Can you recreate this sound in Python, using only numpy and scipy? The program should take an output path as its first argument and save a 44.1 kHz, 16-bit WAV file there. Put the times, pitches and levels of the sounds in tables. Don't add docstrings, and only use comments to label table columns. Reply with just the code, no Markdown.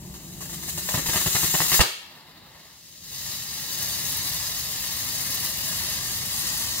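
import sys
import numpy as np
from scipy import signal
from scipy.fft import rfft, irfft, next_fast_len
from scipy.io import wavfile
from scipy.ndimage import map_coordinates

SR = 44100
rng = np.random.default_rng(int(sys.argv[2]) if len(sys.argv) > 2 else 0)


def bounce(signal):
    frames = np.transpose(np.atleast_2d(signal))
    limited = np.clip(frames, -1, 1)
    pcm = np.round(limited * 32767).astype(np.int16)
    wavfile.write(sys.argv[1], SR, pcm)


N = 299880


def amp(db):
    return 10 ** (np.asarray(db) / 20)


def unit(x):
    return x / np.sqrt(np.mean(x ** 2) + 1e-20)


def along(points, hz):
    point_hz, values = np.transpose(points)
    return np.interp(np.log(hz + 1), np.log(point_hz + 1), values)


def curves(rows):
    times, *columns = np.transpose(rows)
    return [np.interp(np.arange(N) / SR, times, column) for column in columns]


def ramp(start, length):
    return np.clip((np.arange(N) / SR - start) / length, 0, 1)


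def swell(centre, half_length):
    return np.exp(-((np.arange(N) / SR - centre) / half_length) ** 2)


def since(start):
    return np.maximum(np.arange(N) / SR - start, 0)


def wobble(rate):
    knots = rng.standard_normal(int(N * rate / SR) + 4)
    return map_coordinates(knots, [np.arange(N) * rate / SR])


def filtered(x, response):
    size = next_fast_len(N + SR // 2)
    spectrum = rfft(x, size) * response(np.fft.rfftfreq(size, 1 / SR))
    return irfft(spectrum, size)[..., :N]


def coloured(x, spectrum):
    return unit(filtered(x, lambda hz: amp(along(spectrum, hz))))


def rush(spectrum, flutter_db, rate):
    return coloured(rng.standard_normal(N) * amp(flutter_db * wobble(rate)), spectrum)


def crackle(spectrum, rate, spread_db):
    fires = rng.random(N) < rate / SR
    size = amp(spread_db * np.clip(rng.standard_normal(N), -2.5, 2.5))
    return coloured(fires * size * rng.choice([-1, 1], N), spectrum)


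def shock(start, width):
    u = np.maximum(np.arange(N) / SR - start, 0) / width
    return (u > 0) * (1 - u) * np.exp(-np.minimum(u, 30))


# (frequency [Hz], level [dB])
AIR_SPECTRUM = [(20, -14), (60, -2), (160, 5), (350, -10.5), (1000, -14.5), (3000, -3), (15000, -39)]


def air():
    mid, side = (coloured(noise, AIR_SPECTRUM) for noise in rng.standard_normal((2, N)))
    return amp(-59.5) * (mid + amp(-9) * np.array([side, -side]))


def scatter(x, t60, share, build, count, size):
    hz, t, grains = signal.stft(rng.standard_normal((count, 2, size)), SR, nperseg=256)
    level_db = along(share, hz)[:, None] - 60 * t / along(t60, hz)[:, None]
    fade = amp(level_db) * (1 - np.exp(-t / build))
    tails = signal.istft(grains * fade, SR, nperseg=256)[1]
    hop = N // (count - 1) + 1
    window = np.sqrt(np.hanning(2 * hop))
    padded, out = np.pad(x, (hop, 2 * hop)), np.zeros((2, N + 3 * hop + SR))
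    for k, tail in enumerate(tails):
        piece = padded[k * hop:][:2 * hop] * window
        answer = signal.fftconvolve(piece[None], tail / np.linalg.norm(tail[0]), axes=1)
        out[:, k * hop:k * hop + answer.shape[1]] += answer
    return out[:, hop:hop + N]


# (delay [ms], level [dB])
HARD_ECHOES = [(1.07, -6.5), (6.1, -23.5), (47, -15)]
# (time [s], lead of the left port [ms])
FLARE_BEARING = [(0, 0.1), (3.3, 0.069), (5.4, 0.081), (6, 0.09), (6.8, 0.12)]
# (frequency [Hz], level [dB])
STUMP_RETURN = [(100, -14), (400, -6.5), (1500, -7.5), (4000, -1.5), (8000, -1), (15000, 0)]
# (frequency [Hz], level [dB])
TREE_RETURN = [(100, -4), (400, -2.8), (3000, 1), (8000, 2.1), (15000, 1.5)]
# (frequency [Hz], 60 dB decay time [s])
TREE_DECAY = [(60, 0.11), (500, 0.4), (1400, 0.46), (3300, 0.71), (6000, 0.52), (14000, 0.42)]


def yard(x, rough_hz=6500):
    def near_response(hz):
        echoes = sum(amp(db) * np.exp(-2j * np.pi * hz * ms / 1000) for ms, db in HARD_ECHOES)
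        return 1 + echoes / (1 + (hz / rough_hz) ** 4)

    near = filtered(x, near_response)
    lead_ms, = curves(FLARE_BEARING)
    half_lead = lead_ms * SR / 2000
    direct = np.array([map_coordinates(near, [np.arange(N) + side * half_lead], order=5)
                       for side in (1, -1)])
    stump_decay = [(200, 0.084), (12000, 0.096)]  # (frequency [Hz], 60 dB decay time [s])
    stumps = scatter(x, stump_decay, STUMP_RETURN, build=0.00071, count=240, size=3072)
    trees = scatter(x, TREE_DECAY, TREE_RETURN, build=0.012, count=60, size=20480)
    return amp(-3.0) * direct + amp(-2.0) * stumps + amp(-7.5) * trees


# (frequency [Hz], width [Hz], level [dB])
NOOK_RESONANCES = [(168, 26, 2.5), (348, 25, 4), (617, 36, 2.5), (1210, 120, 2), (1534, 66, -7),
                   (1840, 97, 1.5), (2410, 280, -4), (3440, 400, -1.5), (3900, 174, 3), (4120, 150, 1.5),
                   (4860, 83, 3), (6000, 210, -1.5), (6500, 250, 3.5), (7300, 230, 4.5)]


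def nook(hz):
    return np.prod([1 + (amp(db) - 1) * 1j * hz * width / (centre ** 2 - hz ** 2 + 1j * hz * width)
                    for centre, width, db in NOOK_RESONANCES], axis=0)


# (frequency [Hz], left minus right [dB])
PORT_SHADING = [(300, 0), (1100, 1.8), (2100, 0), (2900, 3.5), (4000, 0), (4900, -0.5), (6500, 5),
                (7300, 6), (8100, -4.5), (9300, 4), (11500, 4), (13500, 5.5)]


def ports(hz):
    lean = amp(along(PORT_SHADING, hz))
    return np.array([lean, np.ones_like(lean)]) * np.sqrt(2 / (1 + lean ** 2))


def spit_gate(start, length, rise=0.0012, fall=0.0059):
    return ramp(start, rise) * np.exp(-30 * ramp(start + length, 30 * fall))


# (start [s], length [s], rasp level [dB], puff level [dB])
PRIMER_SPITS = [(0.138, 0.016, -50, -47), (0.406, 0.026, -45.5, -47), (0.453, 0.0091, -49, -45),
                (0.495, 0.0045, -48, -38), (0.527, 0.018, -45, -46), (0.625, 0.012, -43.5, -55),
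                (0.678, 0.018, -44, -43), (0.775, 0.015, -38, -34.5), (0.887, 0.0048, -28.5, -42),
                (0.907, 0.015, -39, -40), (0.941, 0.013, -26.5, -23.5), (0.974, 0.02, -33.5, -24),
                (1.058, 0.01, -32.5, -28.5), (1.085, 0.015, -33, -27.5), (1.129, 0.021, -32, -32),
                (1.156, 0.017, -26, -29.5), (1.21, 0.0077, -31.5, -46), (1.26, 0.017, -28.5, -24.5),
                (1.348, 0.019, -27.5, -30), (1.429, 0.017, -29, -29), (1.539, 0.018, -25.5, -25.5),
                (1.602, 0.016, -24, -24.5), (1.717, 0.025, -25, -30), (1.794, 0.022, -18, -26)]
# (frequency [Hz], level [dB])
PRIMER_SPECTRUM = [(150, -36), (500, -15), (1300, -9), (2000, -5), (3000, -5), (4000, -1.5), (5300, -2.5),
                   (7000, 1.5), (9000, -4), (11000, -3.5), (14000, -0.5)]
# (frequency [Hz], level [dB])
DRONE_SPECTRUM = [(25, -24), (62, 0.5), (100, -7), (175, 1.5), (250, -12), (350, -8.5), (480, -15.5),
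                  (900, -23.5), (2000, -36.5)]
PRIMER_START_DB = -49.5
SPREAD_AT, SPREAD_TIME_S, SPREAD_DB = 0.69, 0.26, 27
FALTER_AT, FALTER_S, FALTER_DB = 1.03, 0.033, 4.5
FLARE_UP_AT, FLARE_UP_S, FLARE_UP_DB = 1.752, 0.032, 3.5
SURGE_DB, SURGE_SHRINK = 8.5, 0.27
DRONE_DB, DRONE_FADE_AT, DRONE_FADE_DB_PER_S = -42, 0.93, 4


def primer():
    growth_db = SPREAD_DB / (1 + np.exp((SPREAD_AT - np.arange(N) / SR) / SPREAD_TIME_S))
    falter_db = FALTER_DB * swell(FALTER_AT, FALTER_S)
    flare_up_db = FLARE_UP_DB * swell(FLARE_UP_AT, FLARE_UP_S)
    level_db = PRIMER_START_DB + growth_db - falter_db + flare_up_db
    surge_db = np.maximum(SURGE_DB - SURGE_SHRINK * growth_db, 0)
    spitting = sum(spit_gate(start, length) for start, length, _, _ in PRIMER_SPITS)
    hiss = rush(PRIMER_SPECTRUM, flutter_db=1.9, rate=120)
    gas = hiss + amp(-4.0) * crackle(PRIMER_SPECTRUM, rate=1100, spread_db=3.5)
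    drone_db = DRONE_DB - DRONE_FADE_DB_PER_S * since(DRONE_FADE_AT)
    drone = amp(drone_db) * rush(DRONE_SPECTRUM, flutter_db=1.2, rate=25)
    return (amp(level_db + surge_db * spitting) * gas + drone) * (1 - ramp(1.775, 0.02))


# (frequency [Hz], level [dB])
RASP_SPECTRUM = [(100, -21), (350, 1.5), (700, -1.5), (2000, 0), (4000, -5), (8000, -11), (15000, -15)]
# (frequency [Hz], level [dB])
PUFF_SPECTRUM = [(25, -28), (60, -5.5), (100, -2.5), (165, 0.5), (240, -8.5), (380, -7), (700, -18.5),
                 (2000, -35)]


def spits():
    rasp, puff, snaps = np.zeros((3, N))
    for start, length, rasp_db, puff_db in PRIMER_SPITS:
        gate = spit_gate(start, length)
        rasp += amp(rasp_db) * gate
        puff += amp(puff_db) * gate
        snaps += amp(rasp_db + 16.5) * shock(start + 0.002025, width=0.00029)
    bursts = crackle(RASP_SPECTRUM, rate=550, spread_db=3)
    grit = amp(-2) * rush(RASP_SPECTRUM, flutter_db=5, rate=330) + amp(2) * bursts
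    gas = rush(PUFF_SPECTRUM, flutter_db=2, rate=100)
    snap_band = signal.butter(1, [250, 3000], "band", fs=SR, output="sos")
    return signal.sosfilt(snap_band, snaps) + rasp * grit + amp(-2.0) * puff * gas


BANG_AT = 1.7935
SLAP_S, SLAP_DB = 0.042, -6.5


def bang():
    crack = 1.15 * shock(BANG_AT, width=0.0004)
    slap = amp(SLAP_DB) * shock(BANG_AT + SLAP_S, width=0.0003)
    band = signal.butter(1, [300, 4000], "band", fs=SR, output="sos")
    return signal.sosfilt(band, crack + slap)


def jolt(hz=62, length=0.027, drive=3.2):
    t = since(BANG_AT)
    swing = np.tanh(drive * np.sin(2 * np.pi * hz * t)) * np.exp(-(t / length) ** 4)
    return amp([[-40], [-13]]) * swing


# (frequency [Hz], level [dB])
JET_SPECTRUM = [(80, -23), (170, -2.5), (450, -3.5), (900, -4), (1500, -6), (2000, -5.5), (3000, -11),
                (4300, -5.5), (6000, -17.5), (9000, -21), (14000, -17)]
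JET_DB, JET_SAG_DB_PER_S = -46.5, 5.4


def jet():
    level_db = JET_DB - JET_SAG_DB_PER_S * since(2.0)
    gate = ramp(1.85, 0.2) * (1 - ramp(2.62, 0.21))
    return amp(level_db) * rush(JET_SPECTRUM, flutter_db=2.5, rate=47) * gate


# (time [s], level [dB])
BURN_STRENGTH = [(2.48, -54), (2.82, -47.5), (3.0, -44), (3.14, -34.4), (3.32, -32), (3.4, -34),
                 (3.76, -30.5), (3.82, -28.5), (4.26, -28.5), (4.7, -31), (4.84, -29.5), (5.1, -29.5),
                 (5.44, -28), (5.52, -31.5), (5.68, -28), (6.28, -30), (6.46, -28.0), (6.78, -29)]
FULL_BURN_DB = -28.5


def strength_db():
    return curves(BURN_STRENGTH)[0] - FULL_BURN_DB


# (frequency [Hz], level [dB])
FLAME_SPECTRUM = [(15, -33), (35, -15.5), (60, -1.0), (120, 1), (170, -3.5), (260, -7), (350, -11),
                  (600, -11), (2000, -62)]
RUMBLE_DB, RUMBLE_GROWS = -43.5, 0.89
RUMBLE_DB_PER_S = 0.45
CATCH_AT, CATCH_S, CATCH_DB = 2.44, 0.11, -56.5
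OPEN_AT, OPEN_S = 2.98, 0.26


def flame():
    billow_db = RUMBLE_DB + RUMBLE_GROWS * strength_db() + RUMBLE_DB_PER_S * since(OPEN_AT)
    billow = amp(billow_db) + amp(CATCH_DB) * swell(CATCH_AT, CATCH_S)
    rumble = coloured(rng.standard_normal(N), FLAME_SPECTRUM)
    return billow * rumble * ramp(BANG_AT, 0.03)


# (frequency [Hz], level [dB])
BURN_SPECTRUM = [(150, -44), (450, -14.5), (1000, -8.5), (1450, -7.5), (2000, -4.5), (2600, -5.5),
                 (3500, -3.5), (4700, -0.5), (6800, -3), (9000, -9), (15000, -9)]
# (frequency [Hz], level [dB])
SPARK_SPECTRUM = [(1500, -21), (5000, -34), (9000, -2), (13000, 0), (16000, 0)]
HISS_DB, SPARKS_DB = -30.5, -31.5
SPARKS_GROW = 1.6
SPARKS_DB_PER_S = 0.52
SHUT_DB, WIDEN_DB_PER_S = -4.5, 0.56


def burn():
    hiss_db = HISS_DB + strength_db()
    thickening_db = SPARKS_DB_PER_S * since(OPEN_AT)
    sparks_db = SPARKS_DB + SPARKS_GROW * strength_db() + thickening_db + 0.39 * wobble(11)
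    body_db = SHUT_DB * (1 - ramp(OPEN_AT, OPEN_S)) + WIDEN_DB_PER_S * since(OPEN_AT) - 1.7
    surge_db = 0.6 * wobble(40) + 0.7 * wobble(140)
    grit = crackle(BURN_SPECTRUM, rate=700, spread_db=4)
    gas = rush(BURN_SPECTRUM, flutter_db=0.8, rate=250) + amp(-7) * grit
    low = filtered(gas, lambda hz: 1 / (1 + (hz / 3000) ** 4))
    hiss = amp(hiss_db + surge_db) * (gas - low + amp(body_db) * low) * ramp(2.37, 0.23)
    fizz = amp(-6.0) * rush(SPARK_SPECTRUM, flutter_db=5.0, rate=98)
    sparks = amp(-2.5) * crackle(SPARK_SPECTRUM, rate=980, spread_db=7.5)
    return hiss + amp(sparks_db + surge_db) * (fizz + sparks) * ramp(2.2, 0.18)


def scene():
    flare = primer() + spits() + bang() + jet() + burn() + flame()
    return yard(flare) + jolt() + air()


TOP_HZ = 15760


def record(dry):
    heard = filtered(dry, lambda hz: nook(hz) * ports(hz))
    rounded = heard / (1 + (heard / 0.8) ** 4) ** 0.25
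    return filtered(rounded, lambda hz: hz < TOP_HZ)


dry = scene()
out = record(dry)
bounce(out)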